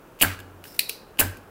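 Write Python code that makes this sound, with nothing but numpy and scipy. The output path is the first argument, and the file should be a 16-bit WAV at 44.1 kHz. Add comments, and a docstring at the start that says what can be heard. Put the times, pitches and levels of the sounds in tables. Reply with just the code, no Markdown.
"""A spring-loaded solder sucker fires with a snap and a gasp of air, is cocked, and fires again on a bench.
Each shot: damped modes of the barrel sound as the catch lets go and the piston stops; shaped noise makes
the rush of air and the thump, and a swinging spring hums. Between shots, rubbing noise with a squeak makes
the plunger slide, and a ringing click latches it before a duller click knocks back against the catch.
Light ticks surround the actions, a small room answers, and ventilation and hiss run steadily beneath."""
import sys
import numpy as np
from scipy import signal
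from scipy.fft import rfft, irfft
from scipy.io import wavfile
from scipy.ndimage import uniform_filter1d

SR = 44100
rng = np.random.default_rng(int(sys.argv[2]) if len(sys.argv) > 2 else 0)


def transcribe(u):
    """Save the signal u as a 16-bit wav file named by the first command-line argument.

    u: samples, shape (n,) or (channels, n), limited to [-1, 1]; the rate is SR.
    q: integer samples, one column per channel.
    """
    v = np.clip(np.atleast_2d(u).T, -1, 1)
    q = np.round(v * 32767).astype(np.int16)
    wavfile.write(sys.argv[1], SR, q)


N = 66150  # samples: 1.5 s

# Damped modes of the plastic barrel: frequency_hz, level_db, t60_s
BARREL_MODES = [(2550, -4.5, 0.018), (2773, -4, 0.013), (2915, -4, .028), (3115, -26.5, 0.047),
                (4500, -16, 0.041)]
# Resonances of the air in the barrel: frequency_hz, level_db, t60_s
AIR_MODES = [(1575, -6.5, 0.056), (1654, -5, 0.045), (1807, -12.5, 0.014), (284, -19.5, 0.06)]
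# Relative spectrum of air rushing through the nozzle: frequency_hz, density_db (per Hz)
RUSH_SPECTRUM = [(100, -6), (900, -13), (2000, -15), (2800, 3.5), (3700, -18), (4500, -9), (5600, -16.5),
                 (7500, -3.5), (8700, -3.5), (10000, 0), (11800, -1.5), (13600, 1), (15000, 1),
                 (16000, -3.5)]
# Relative spectrum of plastic contact: frequency_hz, density_db (per Hz)
CRACK_SPECTRUM = [(100, -24.5), (1200, -15.5), (2500, 11), (4500, -2.5), (6500, -0.5), (10000, 0.5),
                  (14000, 4), (16000, -2.5)]
CRACK_T60_S = 0.017
SMALL_PARTS_LOW_HZ = 1840


def amp(db):
    """Level to amplitude: 20 dB is a factor of ten."""
    return 10 ** (np.asarray(db) / 20)


def unit(x):
    """Normalization by the root mean square, to rms 1."""
    return x / np.sqrt(np.mean(x ** 2) + 1e-20)


def read(points, hz, axis=1):
    """Linear interpolation of a table column along log frequency."""
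    table = np.array(points, float)
    return np.interp(np.log(hz + 1), np.log(table[:, 0] + 1), table[:, axis])


def clock():
    """Time axis: seconds since a sound began."""
    return np.arange(N) / SR


def fade(t60):
    """Exponential decay: 60 dB lost in t60 seconds."""
    return amp(-60 * clock() / t60)


def swell(rise, hold, t60):
    """Envelope of a driven source: quadratic attack, hold and exponential release (seconds)."""
    t = clock()
    attack = np.minimum(t / rise, 1) ** 2
    release = amp(-60 * np.maximum(t - rise - hold, 0) / t60)
    return attack * release


def add(mix, start_s, sound):
    """Superposition: adds a sound to the mix from its start time."""
    part = mix[max(round(start_s * SR), 0):]
    part += sound[:len(part)]


def filtered_noise(gain):
    """Spectral shaping: white noise weighted by a gain per frequency bin, then set to rms 1."""
    return unit(irfft(rfft(rng.standard_normal(N)) * gain, N))


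def noise(spectrum):
    """Coloured noise: random phases under the spectrum of a table."""
    return filtered_noise(amp(read(spectrum, np.fft.rfftfreq(N, 1 / SR))))


def ring(modes):
    """Modal synthesis: a sum of damped sines that start together, as after one blow."""
    return sum(amp(db) * fade(t60) * np.sin(2 * np.pi * hz * clock()) for hz, db, t60 in modes)


def crack(t60):
    """Impact noise: plastic contact excites a broad, decaying burst."""
    return noise(CRACK_SPECTRUM) * fade(t60)


def thin(x, hz):
    """Radiation of small parts: they radiate little bass, hence a high-pass filter."""
    return signal.sosfilt(signal.butter(4, hz, "highpass", fs=SR, output="sos"), x)


def background():
    """Stationary noise: ventilation and hiss keep a constant spectrum."""
    # frequency_hz, density_db (per Hz, relative)
    floor_spectrum = [(20, -11.5), (42, 3), (70, -9), (105, -1), (150, -1.5), (250, -2.5), (430, 0.5),
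                      (700, -5.5), (1400, -7.5), (2000, -18.5), (2600, -18), (4000, -27.5), (8000, -29),
                      (12000, -28), (15000, -26)]
    return amp(-49.5) * noise(floor_spectrum)


def ticks():
    """Impact excitation: light ticks of plunger and thumb set off the barrel and its air."""
    # start_s, crack_db, crack_t60_s, barrel_db, air_db
    tick_events = [(0.1900, -47, 0.022, -42, -61.5), (0.3905, -43, 0.036, -50, -37),
                   (0.4019, -38, 0.022, -44, -41), (0.6408, -39, 0.016, -36.5, -57),
                   (0.6539, -46, .035, -46.5, -40), (0.6752, -54, .03, -55, -54.5),
                   (0.803, -27.5, 0.062, -46.5, -60), (0.899, -26, 0.014, -34, -49.5),
                   (1.1730, -49, 0.018, -47, -46.5), (1.3700, -44, 0.034, -63, -68)]
    out = np.zeros(N)
    for start_s, crack_db, t60, barrel_db, air_db in tick_events:
        body = amp(barrel_db) * ring(BARREL_MODES) + amp(air_db) * ring(AIR_MODES)
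        add(out, start_s, amp(crack_db) * crack(t60) + body)
    return out


def release_and_stop(s, stop_db, scrape_s, scrape_db):
    """Friction, then impact: the catch scrapes and lets go, and the piston strikes its stop."""
    release_db, release_crack_db = -13.5, -18.5  # the crack is relative to the release
    stop_delay_s, stop_crack_db = .0128, -10.5
    out = np.zeros(N)
    scrape = noise(CRACK_SPECTRUM) * swell(scrape_s / 2, scrape_s / 2, 0.018)
    add(out, s - scrape_s, amp(scrape_db) * scrape)
    release = ring(BARREL_MODES) + amp(release_crack_db) * crack(CRACK_T60_S)
    add(out, s, amp(release_db) * release)
    stop = amp(stop_db) * ring(BARREL_MODES) + amp(stop_crack_db) * crack(CRACK_T60_S)
    add(out, s + stop_delay_s, stop)
    return thin(out, SMALL_PARTS_LOW_HZ)


def air_rush():
    """Turbulence: air drawn through the narrow nozzle makes broadband noise."""
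    return amp(-13) * noise(RUSH_SPECTRUM) * swell(rise=0.0054, hold=0.0095, t60=0.07)


def recoil():
    """Reaction force: the recoil of the pump thumps on the board as low noise."""
    # frequency_hz, density_db (per Hz, relative)
    thump_spectrum = [(20, -21.5), (45, -13.5), (100, -10.5), (170, 1), (280, 3), (480, -4), (800, 0.5),
                      (1200, -8), (2000, -8.5), (4000, -13.5), (16000, -47)]
    return amp(-26) * noise(thump_spectrum) * swell(rise=0.0016, hold=0.02, t60=0.21)


def gulp():
    """Sudden flow: solder breaks through the nozzle in a short burst of air noise."""
    return amp(-13.5) * noise(RUSH_SPECTRUM) * fade(.014)


def coil_and_board():
    """Free vibration: the released spring and the circuit board ring from the first rebound on."""
    # Lasting modes of the freed spring: frequency_hz, level_db, t60_s
    coil_modes = [(1562, -35.5, 0.26), (1664, -34.5, 0.26), (1660, -39, 0.46), (1830, -35.5, 0.19),
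                  (1367, -49.5, 0.51)]
    # Bending modes of the circuit board: frequency_hz, level_db, t60_s
    board_modes = [(43, -34.5, 0.34), (165.6, -36, 0.25)]
    return ring(coil_modes) + ring(board_modes)


def spring_hum(hold_s, rattle_db):
    """Damped oscillation: the freed spring swings, and its rattle swells once a cycle."""
    # Overtones of the swing: frequency_hz, level_db
    hum_overtones = [(228, -9), (280, -11), (339, -12)]
    # Relative spectrum of the coil rattling in the barrel: frequency_hz, density_db (per Hz)
    buzz_spectrum = [(100, -30.5), (900, -14.5), (1300, 3), (1650, -8), (2000, -1.5), (2500, -5),
                     (3500, -14), (6000, -17.5), (16000, -45.5)]
    hum_hz, sag_db_per_s = 93.8, 35
    t = clock()
    swing = np.sin(2 * np.pi * hum_hz * t)
    # each overtone starts at a random phase
    overtones = sum(amp(db) * np.sin(2 * np.pi * (hz * t + rng.random())) for hz, db in hum_overtones)
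    buzz = amp(rattle_db) * noise(buzz_spectrum) * (1 + .5 * swing)
    # the sag adds to the decay of the release
    level = swell(0.0026, hold_s, 0.14) * amp(-sag_db_per_s * t)
    fundamental = level * (swing + buzz * fade(0.94))
    return np.sqrt(2) * (fundamental + overtones * swell(0.0054, 0.0091, 0.21))


def sway():
    """Slow build-up of a resonance: the pump keeps swaying faintly."""
    # frequency_hz, level_db, t60_s (of the release)
    sway_modes = [(92.6, -46, 0.6)]
    rise_s = 0.22
    return sum(amp(db) * np.sin(2 * np.pi * hz * clock()) * swell(rise_s, rise_s / 2, t60)
               for hz, db, t60 in sway_modes)


def shot(s, db, stop_db, rebound_db, rattle_db, hum_s, scrape_s, scrape_db):
    """Stored elastic energy released: contact, air flow, rebounds and spring hum in succession."""
    # Piston rebounds: delay_s (after the release), level_db (relative)
    rebounds = [(.0225, -2), (.033, -4), (.036, 0)]
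    gulp_delay_s, hum_delay_s, hum_db = 0.0041, 0.027, -31.5
    out = release_and_stop(s, stop_db, scrape_s, scrape_db)
    add(out, s, amp(db) * air_rush())
    add(out, s, recoil())
    for delay_s, bounce_db in rebounds:
        add(out, s + delay_s, amp(rebound_db + bounce_db) * ring(AIR_MODES))
    add(out, s + gulp_delay_s, gulp())
    first_rebound_s = rebounds[0][0]
    add(out, s + first_rebound_s, amp(db) * coil_and_board())
    add(out, s + hum_delay_s, amp(hum_db) * spring_hum(hum_s, rattle_db))
    add(out, s + hum_delay_s, sway())
    return out


def plunger_slide():
    """Dry friction: the piston seal rubs with irregular grip and squeaks early in the stroke."""
    # Relative spectrum of the rubbing seal: frequency_hz, density_db (per Hz)
    slide_spectrum = [(300, -23), (1600, 2.5), (3200, 1), (4300, 1), (5300, 4), (6300, -2), (9000, 2),
                      (12500, 3.5), (14800, 7.5), (16000, 3)]
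    # Course of the rubbing as the plunger goes down: time_s, level_db
    push_course = [(0.639, -49.5), (.68, -48), (.715, -51), (.75, -47.5), (.772, -49.5), (0.787, -53)]
    # Relative spectrum of the squeak: frequency_hz, density_db (per Hz)
    squeak_spectrum = [(100, -60), (4300, -30), (5000, -6), (5300, 0), (5600, -6), (6400, -30),
                       (16000, -50)]
    squeak_start_s, squeak_hold_s, squeak_db = .668, .06, -56
    grip_db = 2.6  # rms of the irregular level
    when, level = np.transpose(push_course)
    push = np.interp(clock(), when, amp(level), left=0, right=0)
    wander = unit(uniform_filter1d(rng.standard_normal(N), size=300))
    out = push * amp(grip_db * wander) * noise(slide_spectrum)
    squeak = noise(squeak_spectrum) * swell(.006, squeak_hold_s, .1)
    add(out, squeak_start_s, amp(squeak_db) * squeak)
    return out


def spring_shimmer(spring_hz):
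    """Dense resonances: clusters of modes shimmer in the compressed spring and coils chatter."""
    # Clusters of coil modes: ratio (to the ring pitch), level_db, width_hz (at half amplitude)
    coil_clusters = [(.61, -2, 220), (.96, 2, 600), (1.07, -1.5, 700), (1.28, -9, 500)]
    # Relative spectrum of coils chattering on the barrel: frequency_hz, density_db (per Hz)
    rattle_spectrum = [(1800, -22), (2900, -6), (3400, -1), (5200, 0), (6500, -9), (9000, -4), (11000, -6),
                       (13300, -1), (16000, -9)]
    hz = np.fft.rfftfreq(N, 1 / SR)
    clusters = sum(amp(level) / (1 + (2 * (hz - ratio * spring_hz) / width) ** 2)
                   for ratio, level, width in coil_clusters)
    shimmer = filtered_noise(clusters) * fade(0.26)
    rattle = amp(-2) * noise(rattle_spectrum) * fade(.28)
    return shimmer + rattle


def latch(s, db, crack_db, lead_s, lead_db, spring_db, spring_hz, knock_db):
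    """Impact on a notch: the catch scrapes, clicks and sets the compressed spring ringing."""
    # Modes of the catch: frequency_hz, level_db, t60_s
    catch_modes = [(2523, -7.5, 0.016), (2578, -30, 0.031), (4040, -4, 0.01), (4450, -14.5, 0.011),
                   (5300, -18, .009), (9750, -8.5, 0.0069), (10100, -8, 0.0035), (12970, -14.5, 0.017),
                   (13800, -31, 0.012)]
    out = np.zeros(N)
    add(out, s - lead_s, amp(lead_db) * noise(RUSH_SPECTRUM) * swell(0.00061, lead_s, 0.025))
    add(out, s, amp(db) * (ring(catch_modes) + amp(crack_db) * crack(CRACK_T60_S)))
    add(out, s, amp(spring_db) * spring_shimmer(spring_hz))
    out = thin(thin(out, SMALL_PARTS_LOW_HZ), SMALL_PARTS_LOW_HZ)
    add(out, s, amp(knock_db) * ring([(455, 0, .04)]))  # knock on the hand: Hz, dB, t60 in s
    return out


def room(x):
    """Reverberation: dense reflections from bench and walls, each band with its own decay time."""
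    # frequency_hz, level_db, t60_s
    room_bands = [(98, -12, 0.86), (396, -10, 0.89), (920, -16.5, 1), (1680, -10, 0.53),
                  (2900, -16.5, 0.46), (4100, -9.5, 0.46), (6950, -9, .31), (9700, -13.5, 0.3),
                  (14500, -10.5, 0.23)]
    hz, t, bands = signal.stft(rng.standard_normal(N), SR, nperseg=256)
    t60 = read(room_bands, hz, axis=2)[:, None]
    decay = amp(read(room_bands, hz)[:, None] - 60 * t / t60)
    # makes the energy of a band independent of its decay time
    energy_scale = np.sqrt(np.log(1e6) / (t60 * SR))
    tail = signal.istft(bands * decay * energy_scale, SR, nperseg=256)[1][:N]
    tail = tail * np.minimum(clock() / 0.0015, 1)  # reflections build up over 1.5 ms
    return signal.fftconvolve(x, tail)[:N]


def scene():
    """Superposition: direct sounds, their reverberation and steady noise, alike in both channels."""
    # start_s (release), level_db (rush, coil and board), stop_db, rebound_db,
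    # rattle_db (relative to the hum), hum_s (hold), scrape_s (before the release), scrape_db
    shot_events = [(0.2119, 0.5, -6, -13, -3, 0.095, 0.021, -36.5),
                   (1.19, -1, -24, -18, -13.5, 0.081, 0.0067, -34.5)]
    # start_s, level_db, crack_db (relative to the click), lead_s, lead_db,
    # spring_db, spring_hz, knock_db
    latch_events = [(0.7933, -2, -10.5, .003, -20, -34.5, 4300, -71),
                    (0.8947, -13.5, -8, .0045, -33.5, -39, 4710, -32.5)]
    sounds = [shot(*row) for row in shot_events]
    sounds += [latch(*row) for row in latch_events]
    sounds.append(plunger_slide() + ticks())
    mono = sum(sound + room(sound) for sound in sounds) + background()
    return np.array([mono, mono])


def record(dry):
    """Saturation and band limiting: peaks bend softly below a ceiling, then a low-pass filter."""
    ceiling, edge_hz = 1.05, 15850
    limited = dry / (1 + (dry / ceiling) ** 4) ** .25
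    lowpass = signal.firwin(401, edge_hz, window=("kaiser", 9), fs=SR)
    return signal.oaconvolve(limited, lowpass[None], "same")


dry = scene()
out = record(dry)
transcribe(out)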